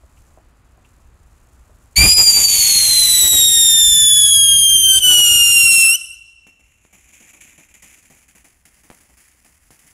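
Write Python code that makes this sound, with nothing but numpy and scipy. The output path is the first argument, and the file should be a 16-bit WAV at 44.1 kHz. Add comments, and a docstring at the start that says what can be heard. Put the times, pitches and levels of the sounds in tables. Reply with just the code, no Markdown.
"""Whistling firework fountain

A fuse fizzes and footsteps knock and scuff on a street at night, over a low distant rumble.
The whistle bursts in and slides down as the fuel burns back into its tube: phase-locked sine lines and
puffing jet noise. It sputters once, then dies away between house fronts (noise impulse response).
The fountain then throws soft, hissing spurts of shaped noise, with a few pops from pressure spikes."""
import sys
import numpy as np
from scipy import signal
from scipy.fft import rfft, irfft
from scipy.io import wavfile
from scipy.ndimage import uniform_filter1d, minimum_filter1d, map_coordinates

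SR = 44100
rng = np.random.default_rng(int(sys.argv[2]) if len(sys.argv) > 2 else 0)


def bounce(signal):
    """Save signal as a 16-bit WAV file at the path given by the first command-line argument."""
    frames = np.transpose(np.atleast_2d(signal))
    limited = np.clip(frames, -1, 1)
    pcm = np.round(limited * 32767).astype(np.int16)
    wavfile.write(sys.argv[1], SR, pcm)


N = 437913
TIME = np.arange(N) / SR
TOP_HZ = 15650

# Turbulence of the exhaust. Each row: time in seconds, jet hiss in dB, half-pitch lines in dB, roar in dB.
TURBULENCE = [(1.96, -12, -21.5, -49), (2.22, -22, -15.5, -38), (2.65, -14, -17, -41.5),
              (3.35, -19, -20, -43.5), (3.65, -22.5, -18, -59.5), (4.25, -28, -28, -59),
              (4.36, -34, -25, -59), (4.87, -39.5, -33, -56), (4.94, -36, -18, -46),
              (5.04, -30.5, -25, -48.5), (5.13, -18.5, -16.5, -37.5), (5.45, -25, -19, -49.5),
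              (5.8, -22.5, -20.5, -66), (5.95, -39, -36, -45)]
# Spectrum of the jet and the half-pitch lines. Each row: frequency in Hz, level in dB.
JET_COLOUR = [(900, -18), (1700, -26), (2400, -7.5), (3300, 4), (4400, -11), (5200, -5), (6200, -2.5),
              (7100, 7.5), (8500, -6), (10100, 4), (11300, -2.5), (13500, -5), (15500, -24.5)]
# Brief lulls in the rushing noise. Each row: centre in seconds, depth in dB.
LULLS = [(2.152, -19.5), (2.256, -8), (2.471, -9), (3.3, -6), (3.47, -5.5), (4.32, -11.5), (4.67, -13),
         (5.025, -16.5), (5.16, -7), (5.225, -9), (5.31, -2.5), (5.7, -16.5), (5.772, -10.5)]
# Spectrum of the exhaust roar and the pops' noise. Each row: frequency in Hz, level in dB.
ROAR_COLOUR = [(150, -13), (280, -0.5), (500, -5.5), (900, -4), (1500, -11), (2500, -10)]
# Spurts of sparks. Each row: start in seconds, hiss in dB, flame in dB, 60 dB decay of the hiss in seconds.
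SPURTS = [(6.467, -52, -55.5, 0.14), (6.592, -64, -61, .15), (6.927, -49, -51, 0.44),
          (7.124, -53, -62, 0.38), (7.203, -57, -53, 0.49), (7.332, -50.5, -52, .25),
          (7.406, -45, -72, 0.75), (7.578, -49, -50, 0.35), (7.687, -57, -75, 0.31),
          (7.74, -47.5, -60, 0.23), (7.822, -45, -50, 0.48), (8.026, -70, -62, 0.33),
          (8.1, -59, -48.5, 0.57), (8.281, -56.5, -62, 0.42), (8.35, -54, -53.5, 0.36),
          (8.444, -54.5, -53, 0.35), (8.653, -46.5, -57, 0.18), (8.834, -53, -55, .3),
          (8.9, -53, -48.5, 0.2), (9.004, -53, -60, 0.37), (9.09, -69, -54, .2), (9.17, -51, -63, 0.71),
          (9.446, -53, -52.5, 0.58), (9.705, -49.5, -53, .3), (9.79, -54, -69, 0.13)]

START_S, END_S = 1.957, 5.963  # whistle burn
LULL_S = .014
SPUTTER_S = 5.0


def undb(db):
    """Decibels to gain."""
    return 10 ** (np.asarray(db) / 20)


def unit(x):
    """Scale to rms 1."""
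    return x / np.sqrt(np.mean(x ** 2))


def curves(table):
    """The columns of a table, joined by straight lines in time."""
    s, *columns = np.transpose(table)
    return [np.interp(TIME, np.sort(s), c) for c in columns]


def between(start, end, fade):
    """1 from start to end, with short ramps outside."""
    return np.clip(1 + np.minimum(TIME - start, end - TIME) / fade, 0, 1)


def bumps(rows, width):
    """A dB curve with one rounded bump or dip for each (s, dB) row."""
    out = np.zeros(N)
    for s, db in rows:
        near = slice(max(int((s - 4 * width) * SR), 0), int((s + 4 * width) * SR))
        out[near] += db * np.exp(-((TIME[near] - s) / width) ** 2)
    return out


def bursts(rows, rise):
    """Summed envelopes of (s, dB, 60 dB decay s) bursts, each cut off after 1 s."""
    out = np.zeros(N + SR)
    age = TIME[:SR]
    for s, db, t60 in rows:
        start = int(s * SR)
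        decay = np.exp(-np.log(1000) * age / max(t60, .005))
        out[start:start + SR] += undb(db) * (1 - np.exp(-age / rise)) * decay
    return out[:N]


def colour_at(hz, points):
    """Gain of a (Hz, dB) spectrum, falling 24 dB per octave past its ends."""
    f, db = np.transpose(points)
    octave = np.log2(np.maximum(hz, 1))
    outside = np.abs(octave - np.clip(octave, np.log2(f[0]), np.log2(f[-1])))
    return undb(np.interp(octave, np.log2(f), db) - 24 * outside)


def shape(x, points):
    """Filter a signal by a (Hz, dB) spectrum, then scale to rms 1."""
    return unit(irfft(rfft(x) * colour_at(np.arange(N // 2 + 1) * SR / N, points), N))


def lowpass(x, hz, order=2):
    """Butterworth low-pass."""
    return signal.sosfilt(signal.butter(order, min(hz, SR / 2 - 1), fs=SR, output="sos"), x)


def resonance(x, hz, q):
    """One resonance with gain 1 at its centre."""
    return signal.lfilter(*signal.iirpeak(hz, q, fs=SR), x)


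def noise():
    """White noise of rms 1."""
    return rng.standard_normal(N)


def wander(hz):
    """Random motion up to about the given rate, rms 1 before its extremes are clipped."""
    return np.clip(unit(lowpass(noise(), hz)), -2.3, 2.3)


def town():
    """A low distant rumble whose bass swells and sinks; it fades to a fainter level from 2 to 4 s."""
    # Spectrum of the night town. Each row: frequency in Hz, level in dB.
    town_colour = [(12, -38), (20, -9.5), (43, -9.5), (59, -2), (171, -23.5), (237, -23), (442, -30),
                   (597, -30), (1280, -30), (2230, -38.5), (2440, -37), (3300, -44.5), (5000, -46.5),
                   (6500, -77.5), (11000, -120)]
    early_db, late_change_db = -50.5, -12
    late = np.clip((TIME - 2) / 2, 0, 1)
    bed = shape(noise(), town_colour)
    bass = lowpass(bed, 130)
    swelling = bed + bass * (undb(2.2 * wander(7)) - 1)
    return swelling * undb(early_db + late_change_db * late)


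def fuse():
    """The fuse fizzes faintly: treble noise with a fast random flicker."""
    # Fuse level. Each row: time in seconds, level in dB.
    fuse_level = [(0, -67), (.2, -63), (.6, -70), (1.0, -66), (1.1, -69), (1.3, -65), (1.95, -64),
                  (2.0, -90)]
    # Fuse spectrum. Each row: frequency in Hz, level in dB.
    fuse_colour = [(3000, -14), (5000, -8.5), (7200, 1.5), (8600, -4), (10500, -4), (15000, -13)]
    db, = curves(fuse_level)
    return shape(noise() * undb(2.8 * wander(90)), fuse_colour) * undb(db)


def walker():
    """Heels knock on asphalt (resonant low noise) and soles scuff over grit (band of noise)."""
    # Footsteps. Each row: start in seconds, level in dB, knock resonance in Hz.
    heel_rows = [(.035, -53, 600), (.309, -52, 620), (0.374, -44, 650), (.776, -50.5, 760),
                 (1.155, -55, 600), (1.695, -49, 520)]
    # Scuffs. Each row: start in seconds, level in dB.
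    scuff_rows = [(.168, -54), (.846, -51.5)]
    steps = np.zeros(N)
    for s, db, hz in heel_rows:
        knock = unit(resonance(lowpass(noise(), 750), hz, q=2.4))
        steps += knock * bursts([(s, db, .09)], rise=0.00053)
    grit = unit(resonance(resonance(noise(), 2600, q=3.0), 2600, q=3.0))
    return steps + grit * bursts([(s, db, .08) for s, db in scuff_rows], rise=0.0028)


def chuffs():
    """Regular surges of the young flame before it settles, in dB."""
    peak_s, period_s, end_s, depth_db = 2.02, .0875, 2.46, 3
    surge = np.cos(2 * np.pi * (TIME - peak_s) / period_s)
    return depth_db * surge * between(peak_s, end_s, .04)


def sputter():
    """The burn stalls quickly and recovers more slowly, in dB."""
    fall_s, rise_s, depth_db = 0.013, 0.025, -16.5
    age = TIME - SPUTTER_S
    return depth_db * np.exp(-(age / np.where(age < 0, fall_s, rise_s)) ** 2)


def partials(multiples, hz, phase, slip, colour, slope_db, flicker_db):
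    """A stack of lines with total rms near 1; each flickers and swells a little on its own."""
    out, power = 0, 1e-12
    for k in multiples:
        top_fade = np.clip((TOP_HZ + 1000 - k * hz) / 1000, 0, 1)
        gain = colour_at(k * hz, colour) * undb(slope_db * np.log2(k)) * top_fade
        flicker = undb(flicker_db * wander(73) + .7 * wander(11))
        out = out + gain * flicker * np.sin(k * phase + slip)
        power = power + gain ** 2 / 2
    return out / np.sqrt(power)


def jet(hz):
    """Turbulent gas puffs; each disturbance returns two cycles later, so the hiss gathers round the lines."""
    gas = noise() * undb(1.2 * wander(120))
    lag = 2 * SR / hz  # samples
    rung = gas
    for _ in range(3):
        rung = gas + .62 * map_coordinates(rung, [np.arange(N) - lag], order=3)
    return shape(rung, JET_COLOUR)


def whistle():
    """Fuel pulses lock to the tube's resonance; alternating strong and weak ones add half-pitch lines."""
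    # Tube resonance: sinks as fuel burns back, flips up as it runs out. Each row: time in seconds, pitch in Hz.
    pitch = [(1.96, 4433), (1.99, 4660), (2.05, 4830), (2.15, 4948), (2.34, 4683), (2.39, 4678),
             (2.85, 4204), (3.02, 4045), (3.32, 3865), (3.37, 3793), (3.82, 3584), (4.51, 3243),
             (5.0, 3090), (5.04, 2997), (5.29, 2855), (5.61, 2770), (5.65, 2756), (5.88, 2681),
             (5.93, 2764), (5.96, 3015)]
    # Whistle strength. Each row: time in seconds, fundamental in dB, overtones in dB.
    strength = [(1.96, -10, -23.5), (2.02, -11, -17), (2.35, -12.5, -24), (2.6, -18.5, -24),
                (3.05, -13.5, -21), (3.17, -17.5, -13.5), (3.8, -12.5, -13), (4.25, -14, -11.5),
                (4.95, -12.5, -13), (5.06, -9.5, -14), (5.23, -11.5, -17), (5.7, -11.5, -12.5),
                (5.9, -13, -12.5), (5.96, -18, -17)]
    # Unevenness of the burn. 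Each row: time in seconds, phase scatter of the half-pitch lines in radians.
    unevenness = [(1.96, .35), (2.1, .5), (2.3, 1.3), (2.8, 1.2), (3.2, .8), (3.6, .45), (4.9, .25),
                  (5.2, .38), (5.9, .45)]
    # Lowest half-pitch line: surges at ignition, then comes and goes. Each row: time in seconds, level in dB.
    undertone = [(1.96, -17.5), (2.01, -13), (2.18, -36), (3.2, -39), (4.25, -40.5), (4.85, -52),
                 (4.94, -36), (5.2, -39), (5.95, -48.5)]
    # Overtone spectrum. Each row: frequency in Hz, level in dB.
    overtone_colour = [(5400, -4.5), (6300, -2), (6900, 6), (7600, -0.5), (8200, 0), (8800, -2),
                       (9500, 4.5), (10200, 12.5), (10900, 0), (11600, -5.5), (12700, -5), (13600, -7.5),
                       (15500, -23.5)]
    attack_s, release_s = 0.019, 0.0071
    waver_share, waver_s = .02, .045  # pitch waver round the sputter
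    spit_lead_s, spit_length_s, spit_db = .014, .011, -20  # hiss spat out just before the stall

    hz, = curves(pitch)
    tone_db, overtone_db = curves(strength)
    jet_db, half_db, _ = curves(TURBULENCE)
    uneven, = curves(unevenness)
    under_db, = curves(undertone)
    lull_db = bumps(LULLS, LULL_S)

    hz = hz * (1 + waver_share * wander(65) * np.exp(-((TIME - SPUTTER_S) / waver_s) ** 2))
    lurch = np.minimum(np.abs(np.gradient(hz)) * SR / 8000, 1)  # 1 at 8000 Hz/s
    hz = hz * (1 + 0.0029 * wander(45))
    # cycles scatter more when the burn is uneven or the pitch lurches
    scatter = 0.0045 * np.sqrt(np.abs(uneven)) * undb(lull_db) + 0.0054 * lurch
    phase = 2 * np.pi * np.cumsum(hz * (1 + scatter * wander(700))) / SR

    tone_db = tone_db + chuffs() + .5 * wander(300) + 1.5 * uneven * wander(28)
    tone = np.sqrt(2) * np.sin(phase) * undb(tone_db)
    overtones = partials(range(2, 6), hz, phase, 0, overtone_colour, slope_db=-1.1, flicker_db=1.5)
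    overtones = overtones * undb(overtone_db)
    # the alternation keeps slipping, so its lines are smeared
    slip = uneven * wander(260)
    halves = partials(np.arange(1, 6) + .5, hz, phase, slip, JET_COLOUR, slope_db=1.9, flicker_db=0.5)
    halves = halves * undb(half_db + 0.41 * lull_db + 1.5 * wander(25))
    under = np.sqrt(2) * np.sin(phase / 2 + 0.86 * slip) * undb(under_db + lull_db + 3.2 * wander(20))

    stall_db = sputter()
    spit = undb(spit_db) * np.exp(-((TIME - SPUTTER_S + spit_lead_s) / spit_length_s) ** 2)
    hiss = jet(hz) * (undb(jet_db + lull_db + stall_db) + spit)
    burning = np.clip((TIME - START_S) / attack_s, 0, 1) * np.clip((END_S - TIME) / release_s, 0, 1)
    return ((tone + overtones + halves + under) * undb(stall_db) + hiss) * burning


def blast():
    """The exhaust buffets the air in gusts, lifted most by the ignition flare: low rumble plus roar."""
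    # Rumble spectrum. Each row: frequency in Hz, level in dB.
    rumble_colour = [(20, -5), (45, 4), (110, 0), (200, -7.5), (330, -17), (500, -26)]
    # Strong gusts of exhaust. Each row: centre in seconds, rise in dB.
    gust_rows = [(2.2, 9.5), (2.38, 9.5), (3.24, 6.5), (3.35, 9), (3.58, 3.5), (4.54, 6.5), (4.96, 3.5),
                 (5.11, 6), (5.19, 7)]
    gust_s, attack_s, release_s = .025, 0.05, 0.19
    start_rumble_db, growth_db_per_s = -39, 0.18
    flare_s, flare_end_s, flare_fade_s = 1.985, 2.062, .045
    flare_rumble_db, flare_roar_db = 26, 23.5

    _, _, roar_db = curves(TURBULENCE)
    flare = between(flare_s, flare_end_s, flare_fade_s)
    swell_db = bumps(gust_rows, gust_s) + bumps(LULLS, LULL_S)
    rumble_db = start_rumble_db + growth_db_per_s * (TIME - START_S) + flare_rumble_db * flare + swell_db
    roar_db = roar_db + flare_roar_db * flare + swell_db + 0.28 * chuffs()
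    buffeting = wander(28.15) * (1 - flare / 2)
    rumble = unit(shape(noise(), rumble_colour) * undb(3.0 * buffeting)) * undb(rumble_db)
    roar = unit(shape(noise(), ROAR_COLOUR) * undb(2.7 * buffeting)) * undb(roar_db)
    attack = np.clip((TIME - START_S) / attack_s, 0, 1)
    release = np.clip((END_S - TIME) / release_s, 0, 1) ** 2
    return (rumble + roar) * attack * release


def choke():
    """Slag narrows the nozzle just before each spurt and lets go at once."""
    depth_db, length_s = -7, .016
    db = np.zeros(N)
    for s, *_ in SPURTS:
        before = slice(int(s * SR) - SR // 10, int(s * SR))
        db[before] += depth_db * np.exp(-((TIME[before] - s) / length_s) ** 2)
    return undb(db)


def spray():
    """Countless tiny sparks hiss from a nozzle that burns wider; spurts break loose, the flame flutters."""
    # Steady flow. Each row: time in seconds, hiss in dB.
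    steady_flow = [(6.45, -67.5), (6.9, -62), (7.15, -50.5), (7.48, -51), (7.7, -56.5), (8.0, -54.5),
                   (8.25, -60), (8.58, -65), (8.8, -56), (9.3, -60), (9.6, -62), (9.93, -54)]
    # Spectrum with the nozzle fresh. Each row: frequency in Hz, level in dB.
    fresh_colour = [(900, -19), (1600, -7), (2400, 5.5), (3300, -8.5), (4500, -19), (5500, -11),
                    (7000, 4.5), (8400, -11), (10000, -3.5), (12500, -11.5), (15500, -21)]
    # Spectrum with the nozzle burnt wider. Each row: frequency in Hz, level in dB.
    wide_colour = [(900, -3.5), (1500, 3.5), (2000, 9.5), (2800, 3.5), (4000, -6.5), (4900, 2), (5400, 0.5),
                   (7100, 7.5), (8400, 2), (10000, 9), (12500, -2), (15500, -3)]
    # Flame spectrum. Each row: frequency in Hz, level in dB.
    flame_colour = [(80, -13), (170, 3), (280, 1.5), (420, -7.5), (800, -6), (1500, -18)]
    flame_db, flame_t60_s = -12, 0.23  # steady flutter relative to hiss; decay after a spurt
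    slow_flicker_db, quick_flicker_db = 2, 1.4

    hiss_db, = curves(steady_flow)
    sparks = noise() * undb(2.36 * rng.exponential(size=N).clip(0, 7)) * undb(1.1 * wander(220))
    # larger sparks snap at random, 90 per second on average
    snaps = (rng.random(N) < 90 / SR) * undb(2.5 * rng.exponential(size=N).clip(0, 2.5))
    snap_decay = np.exp(-1 / (0.00016 * SR))
    sparks = unit(sparks) + 2.5 * noise() * signal.lfilter([1], [1, -snap_decay], snaps)
    worn = np.clip((TIME - 7.8) / 0.77, 0, 1)
    hiss = np.sqrt(1 - worn) * shape(sparks, fresh_colour) + np.sqrt(worn) * shape(sparks, wide_colour)

    steady = undb(hiss_db + slow_flicker_db * wander(25.7))
    hiss_spurts = bursts([(s, db, t60) for s, db, _, t60 in SPURTS], rise=0.0007)
    flow = np.hypot(steady, hiss_spurts) * undb(quick_flicker_db * wander(60))
    steady_flame = undb(hiss_db + flame_db + 2.5 * wander(27.4))
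    flame_spurts = bursts([(s, db, flame_t60_s) for s, _, db, _ in SPURTS], rise=0.0035)
    flutter = np.hypot(steady_flame, flame_spurts)
    flame = shape(noise(), flame_colour) * flutter
    return (hiss * flow + flame) * choke() * between(6.45, TIME[-1], 0.049)


def pops():
    """A bursting spark sends a steep pressure spike, then a longer suction, with a faint noise tail."""
    # Popping sparks. Each row: start in seconds, relative level in dB.
    pop_rows = [(6.468, -37), (6.851, -36), (7.824, -52), (8.105, -57), (8.443, -45), (8.9019, -24),
                (8.914, -29), (8.929, -45), (9.706, -33)]
    spikes = np.zeros(N)
    for s, db in pop_rows:
        age = np.maximum(TIME - s, 0)
        pressure = 1.48 * np.exp(-age / 0.00043) - 0.87 * np.exp(-age / 0.001)
        spikes += undb(db) * (TIME >= s) * pressure
    tails = shape(noise(), ROAR_COLOUR) * bursts([(s, db, .09) for s, db in pop_rows], rise=.0005)
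    return 1.66 * lowpass(spikes, 4200) + undb(-28) * tails


def street(x, wet_db, t60_mid, t60_high):
    """House fronts answer with blurred echoes and a thin tail in which air swallows the treble first."""
    # House fronts. Each row: delay in seconds, level in dB.
    echo_rows = [(.021, -18), (.062, -22), (.108, -22.5), (.19, -26.5)]
    age = TIME[:2 * SR]
    freq = np.arange(SR + 1)[1:] / 2
    white = rfft(rng.standard_normal(len(age)))
    centres = [250, 2800, 5600, 8400, 11200, 15000]  # Hz
    response = np.zeros(len(age))
    for hz, share in zip(centres, np.eye(len(centres))):
        above_mid = max(hz - centres[1], 0) / (centres[4] - centres[1])
        t60 = t60_mid * (t60_high / t60_mid) ** above_mid
        band = irfft(white * np.r_[0, np.interp(freq, centres, share)])
        response += band * undb(-.6 * hz / 1000) * np.exp(-np.log(1000) * age / t60)
    response *= np.clip(age / 0.024, 0, 1)
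    response *= undb(wet_db) / np.sqrt(np.sum(response ** 2))
    slaps = np.zeros(len(age))
    for delay, db in echo_rows:
        scatter = rng.standard_normal(len(age)) * np.exp(-((age - delay) / 0.0091) ** 2)
        slaps += undb(db) * scatter / np.sqrt(np.sum(scatter ** 2))
    return signal.fftconvolve(x, response + lowpass(slaps, 11000, order=3))[:N]


def scene():
    """All layers lie straight ahead, the same in both ears; only the firework echoes."""
    firework = whistle() + blast() + spray() + pops()
    echoes = street(firework, wet_db=-23, t60_mid=1.4, t60_high=.75)
    mono = firework + echoes + walker() + fuse() + town()
    return np.array([mono, mono])


def record(dry):
    """A fast limiter and soft clipping hold the peaks, then the top is cut."""
    headroom = np.minimum(1, 1.1 / (np.abs(dry).max(axis=0) + 1e-9))
    limited = dry * uniform_filter1d(minimum_filter1d(headroom, size=200), size=200)
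    rounded = limited / (1 + (limited / .96) ** 20) ** (1 / 20)
    return signal.sosfiltfilt(signal.ellip(10, .05, 50, TOP_HZ, fs=SR, output="sos"), rounded)


dry = scene()
out = record(dry)
bounce(out)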